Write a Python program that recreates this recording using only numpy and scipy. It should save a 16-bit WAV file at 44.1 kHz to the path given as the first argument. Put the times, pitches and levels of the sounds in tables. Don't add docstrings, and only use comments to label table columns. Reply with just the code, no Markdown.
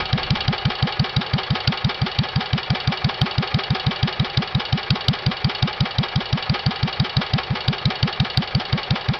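import sys
import numpy as np
from scipy import signal
from scipy.fft import rfft, irfft
from scipy.io import wavfile

SR = 44100
rng = np.random.default_rng(int(sys.argv[2]) if len(sys.argv) > 2 else 0)


def unload_audio(sound):
    columns = np.transpose(np.atleast_2d(sound))
    steps = np.round(np.clip(columns, -1, 1) * 32767)
    wavfile.write(sys.argv[1], SR, steps.astype(np.int16))


N = 405279
TIME = np.arange(N) / SR
FREQS = np.maximum(np.arange(N + 1) * SR / (2 * N), 1e-3)
TOP_HZ, CEILING_HZ = 6000, 16500


def amp(db):
    return 10 ** (np.asarray(db) / 20)


def curve(at, rows):
    return np.interp(at, *np.transpose(rows))


def shape(x, response):
    return irfft(rfft(x, 2 * N) * response / np.sqrt(np.mean(abs(response) ** 2)))[:N]


def ring(x, modes, in_step=False):
    sign = 1 if in_step else -1
    response = sum(sign ** k * amp(db) / (1 + 1j * (FREQS ** 2 - hz ** 2) / (FREQS * width))
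                   for k, (hz, width, db) in enumerate(modes))
    return shape(x, response)


def noise(spectrum):
    hz, db = np.transpose(spectrum)
    colour = amp(np.interp(np.log(FREQS), np.log(hz), db)) * (FREQS < TOP_HZ)
    return shape(rng.standard_normal(N), colour)


def chatter(per_s, spread_db):
    clicks = (rng.random(N) < per_s / SR) * rng.choice([-1, 1], N)
    clicks = clicks * amp(spread_db * rng.standard_normal(N))
    return clicks / clicks.std()


# (time [s], level [dB])
GUSTS = [(0, -31), (.14, -46), (.2, -33), (.3, -36), (.48, -34), (.62, -45.5), (1.2, -58), (9.19, -51.5)]
def breeze():
    rumble = noise([(15, -17.5), (35, -3.0), (110, -9.5), (250, -20.5), (900, -55.5)])
    return amp(curve(TIME, GUSTS)) * rumble


# (frequency [Hz], relative level [dB])
FAN_COLOUR = [(25, -5), (55, -2.5), (140, 1), (300, -14.5), (420, 0.5), (780, -2), (1300, -4.5),
              (1530, -11.5), (1700, -4.5), (3000, -13), (4700, -11.5), (6000, -31)]
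def fan():
    return amp(-35.5) * noise(FAN_COLOUR)


# (time [s], firing rate [Hz])
IDLE_TEMPO = [(0.24, 5.684), (1.07, 5.904), (2.6, 5.814), (3.1, 5.873), (3.6, 6.238), (3.99, 6.12),
              (4.29, 5.677), (5.01, 5.594), (5.37, 5.505), (5.97, 5.605), (6.1, 5.815), (6.68, 6.064),
              (6.81, 5.909), (7.43, 5.956), (7.54, 5.657), (8.16, 5.842), (8.58, 5.618), (9.17, 5.531)]
def valve_openings(first_s=-.051):
    clock = first_s + np.arange(N + SR // 2) / SR
    cycles = np.cumsum(curve(clock, IDLE_TEMPO)) / SR
    opens = np.interp(np.arange(int(cycles[-1]) + 1), cycles, clock)
    return opens, curve(opens, IDLE_TEMPO)


# (phase [cycles], pitch [Hz], level [dB])
THUMP_GLIDE = [(0, 83, -34.5), (.012, 89.5, -20), (0.027, 98, -20.5), (0.059, 119.8, -6),
               (0.093, 130.3, -13.5), (0.134, 153.1, -13.5), (.235, 225.7, -20), (.28, 255, -31.5),
               (.4, 266, -63.5)]
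def thump(phase, opened_s, lead_turns=0.032):
    share, hz, db = np.transpose(THUMP_GLIDE)
    start = np.clip(opened_s * SR, 0, N - 1).astype(int)
    turns = np.cumsum(np.interp(phase, share, hz)) / SR
    return amp(np.interp(phase, share, db)) * np.sin(2 * np.pi * (turns - turns[start] + lead_turns))


def rattle(decay_s):
    fade = np.exp(-np.arange(4096) / SR / decay_s)
    bounces = rng.standard_normal(len(fade)) * fade
    for _ in range(4):
        whitened = irfft(np.exp(1j * np.angle(rfft(bounces))))
        bounces = whitened * fade ** .25
    return bounces / np.linalg.norm(bounces)


# (phase [cycles], send to block [dB], send to valve gear [dB], rattle decay [s])
HIT_PATTERN = [(.003, -2, -16.5, 0.009), (.297, 2.5, -7, 0.0042), (.335, -3, -13, 0.004),
               (.39, -2.5, -7, 0.009), (.594, -6.5, 1, 0.0081), (.785, -11.5, -9, 0.0063),
               (.85, -10.5, -22.5, 0.01), (.88, -9, -22.5, 0.0039)]
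def blows(opens, jitter_s=.0002, spread_db=1.5):
    on_block, on_valves = 0, 0
    for share, block_db, valve_db, decay_s in HIT_PATTERN:
        late, size = rng.standard_normal((len(opens) - 1, 2)).T
        at = ((opens[:-1] + share * np.diff(opens) + jitter_s * late) * SR).astype(int)
        heard = (at >= 0) & (at < N)
        hits = np.bincount(at[heard], amp(spread_db * size[heard]), N)
        force = signal.oaconvolve(hits, rattle(decay_s))[:N]
        on_block += amp(block_db) * force
        on_valves += amp(valve_db) * force
    return on_block, on_valves


# (phase [cycles], relative level [dB])
LOOSE_CHATTER = [(0, -40.5), (.12, -43.5), (.27, -39), (.5, -34.5), (.7, -42.5), (.78, -36.5), (.87, -31.5),
                 (.94, -48.5), (1, -45)]
# (frequency [Hz], width [Hz], relative level [dB])
BLOCK_MODES = [(374.2, 24, 4.5), (422, 21, -1), (497.3, 25, 1.5), (508.7, 7.3, 1), (559, 4.7, -6),
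               (634, 17, -2), (682, 12, -6), (756, 24, 8), (792, 13, 8.5), (800.5, 13, 10), (847, 12, 8),
               (916, 29, 0), (1037, 22, -2.5), (1097, 23, 3.5), (1205, 41, 0.5), (1241, 26, 5.5),
               (1261.4, 31, 6), (1363, 35, -1), (1438, 47, 0.5), (1614, 37, 2.5), (1684, 43, 3),
               (1813, 36, -1.5), (1968, 45, 0), (2084, 78, -3), (2173, 35, 1.5), (2328, 25, 5.5),
               (2406, 29, -1), (2572, 160, -5.5), (3115, 71, -3), (3250, 420, -7)]
# (frequency [Hz], width [Hz], relative level [dB])
VALVE_MODES = [(2700, 9.5, 0), (2808, 28, 2.5), (2835, 40, -3.5), (2902, 24, 4.5), (3020, 22, 1),
               (3290, 120, -7), (3440, 12, 1.5), (3710, 67, -6.5), (3850, 76, -1), (3900, 38, -4),
               (4288, 21, -1), (4326, 14, -1), (4437, 86, -1), (4676, 65, -6), (5050, 200, -23),
               (5240, 170, -12)]
# (time [s], gain [dB])
CLOSENESS = [(0, 1.5), (.6, 1.5), (1.3, 0.1), (2.3, 0), (3.6, 0.5), (4.6, -0.55), (7, 0), (9.19, -1)]
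def clatter(opens, phase):
    on_block, on_valves = blows(opens)
    loose = amp(curve(phase, LOOSE_CHATTER)) * chatter(per_s=2000, spread_db=4.5)
    iron = ring(on_block + amp(1.5) * loose, BLOCK_MODES)
    valve_gear = ring(on_valves + amp(-9.5) * loose, VALVE_MODES)
    return amp(curve(TIME, CLOSENESS)) * (iron + valve_gear)


# (phase [cycles], level [dB])
GULP_ENVELOPE = [(0, -60), (.25, -45), (.315, -23.5), (.355, -28.5), (.41, -34.5), (.5, -55.5), (.6, -45.5),
                 (1, -59)]
# (frequency [Hz], relative level [dB])
GULP_COLOUR = [(280, -9), (380, -0.5), (750, -2.5), (1350, 0.5), (1530, -10), (1700, -7.5), (2200, -15),
               (2700, -2), (2950, 4), (3800, 0), (4400, -10.5), (5000, -1.5), (6000, -19)]
def intake(phase, cycle, spread_db=1):
    strength = amp(spread_db * rng.standard_normal(cycle.max() + 1))
    return amp(curve(phase, GULP_ENVELOPE)) * strength[cycle] * noise(GULP_COLOUR)


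# (frequency [Hz], width [Hz], relative level [dB])
PIPE_MODES = [(420, 34, -12.5), (563, 33, -11), (760, 60, -1.5), (1450, 68, -4.5), (1630, 77, -14),
              (2210, 140, -20.5), (3070, 280, -7.5), (3220, 130, 0), (3810, 320, 3.5), (4510, 120, 3),
              (4666, 110, 1.5), (5400, 120, -15.5)]
def crack(age, cycle, peak_s=0.0055, width_s=.0014, tail_db=-21, tail_s=0.007, eddy_hz=5300):
    burst = np.exp(-.5 * ((age - peak_s) / width_s) ** 2)
    tail = amp(tail_db) * np.exp(-abs(age - peak_s) / tail_s)
    lowpass = signal.butter(8, eddy_hz, fs=SR, output="sos")
    eddies = signal.sosfilt(lowpass, chatter(per_s=9000, spread_db=-2))
    jet = ring((burst + tail) * eddies, PIPE_MODES, in_step=True)
    energy = np.maximum(np.bincount(cycle, jet ** 2), 1)
    return amp(7) * jet / np.sqrt(energy[cycle])


# (time [s], thump gain [dB], crack gain [dB])
BURN_ACCENTS = [(1.16, -0.2, 0.5), (1.67, .3, 3.5), (2.18, 0.2, 0.7), (3.21, 0.6, 2), (4.37, 0, 1.5),
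                (4.9, 0.7, 3), (5.08, 1, 4.5), (7.16, 0.4, 1), (7.5, -2.5, -17), (7.68, -0.2, 1),
                (8.37, 0.2, 3), (9.08, -0.5, -7)]
def burns(opens, firing_hz, idle_hz=5.77, crack_db_per_hz=-4.5):
    luck = rng.standard_normal(len(opens))
    thump_db = 0.42 * luck
    crack_db = -1.73 + crack_db_per_hz * (firing_hz - idle_hz) + 1.46 * luck
    for at, accent_thump_db, accent_crack_db in BURN_ACCENTS:
        nearest = np.argmin(abs(opens - at))
        thump_db[nearest], crack_db[nearest] = accent_thump_db, accent_crack_db
    return thump_db, crack_db


def scene():
    opens, firing_hz = valve_openings()
    thump_db, crack_db = burns(opens, firing_hz)
    cycle = np.clip(np.searchsorted(opens, TIME, side="right") - 1, 0, len(opens) - 2)
    age = TIME - opens[cycle]
    phase = age / np.diff(opens)[cycle]
    thumps = amp(thump_db[cycle]) * thump(phase, opens[cycle])
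    cracks = amp(crack_db[cycle]) * crack(age, cycle)
    return (thumps + cracks + intake(phase, cycle) + fan() + breeze() + clatter(opens, phase))[None]


def record(dry, limit=0.67, hardness=10):
    thin = signal.sosfilt(signal.butter(1, 18, "high", fs=SR, output="sos"), dry)
    soft = signal.sosfilt(signal.butter(8, 5450, fs=SR, output="sos"), thin)
    narrow = signal.sosfilt(signal.ellip(8, .2, 70, TOP_HZ, fs=SR, output="sos"), soft)
    rounded = narrow / (1 + abs(narrow / limit) ** hardness) ** (1 / hardness)
    return signal.sosfilt(signal.ellip(8, .2, 70, CEILING_HZ, fs=SR, output="sos"), rounded)


dry = scene()
out = record(dry)
unload_audio(out)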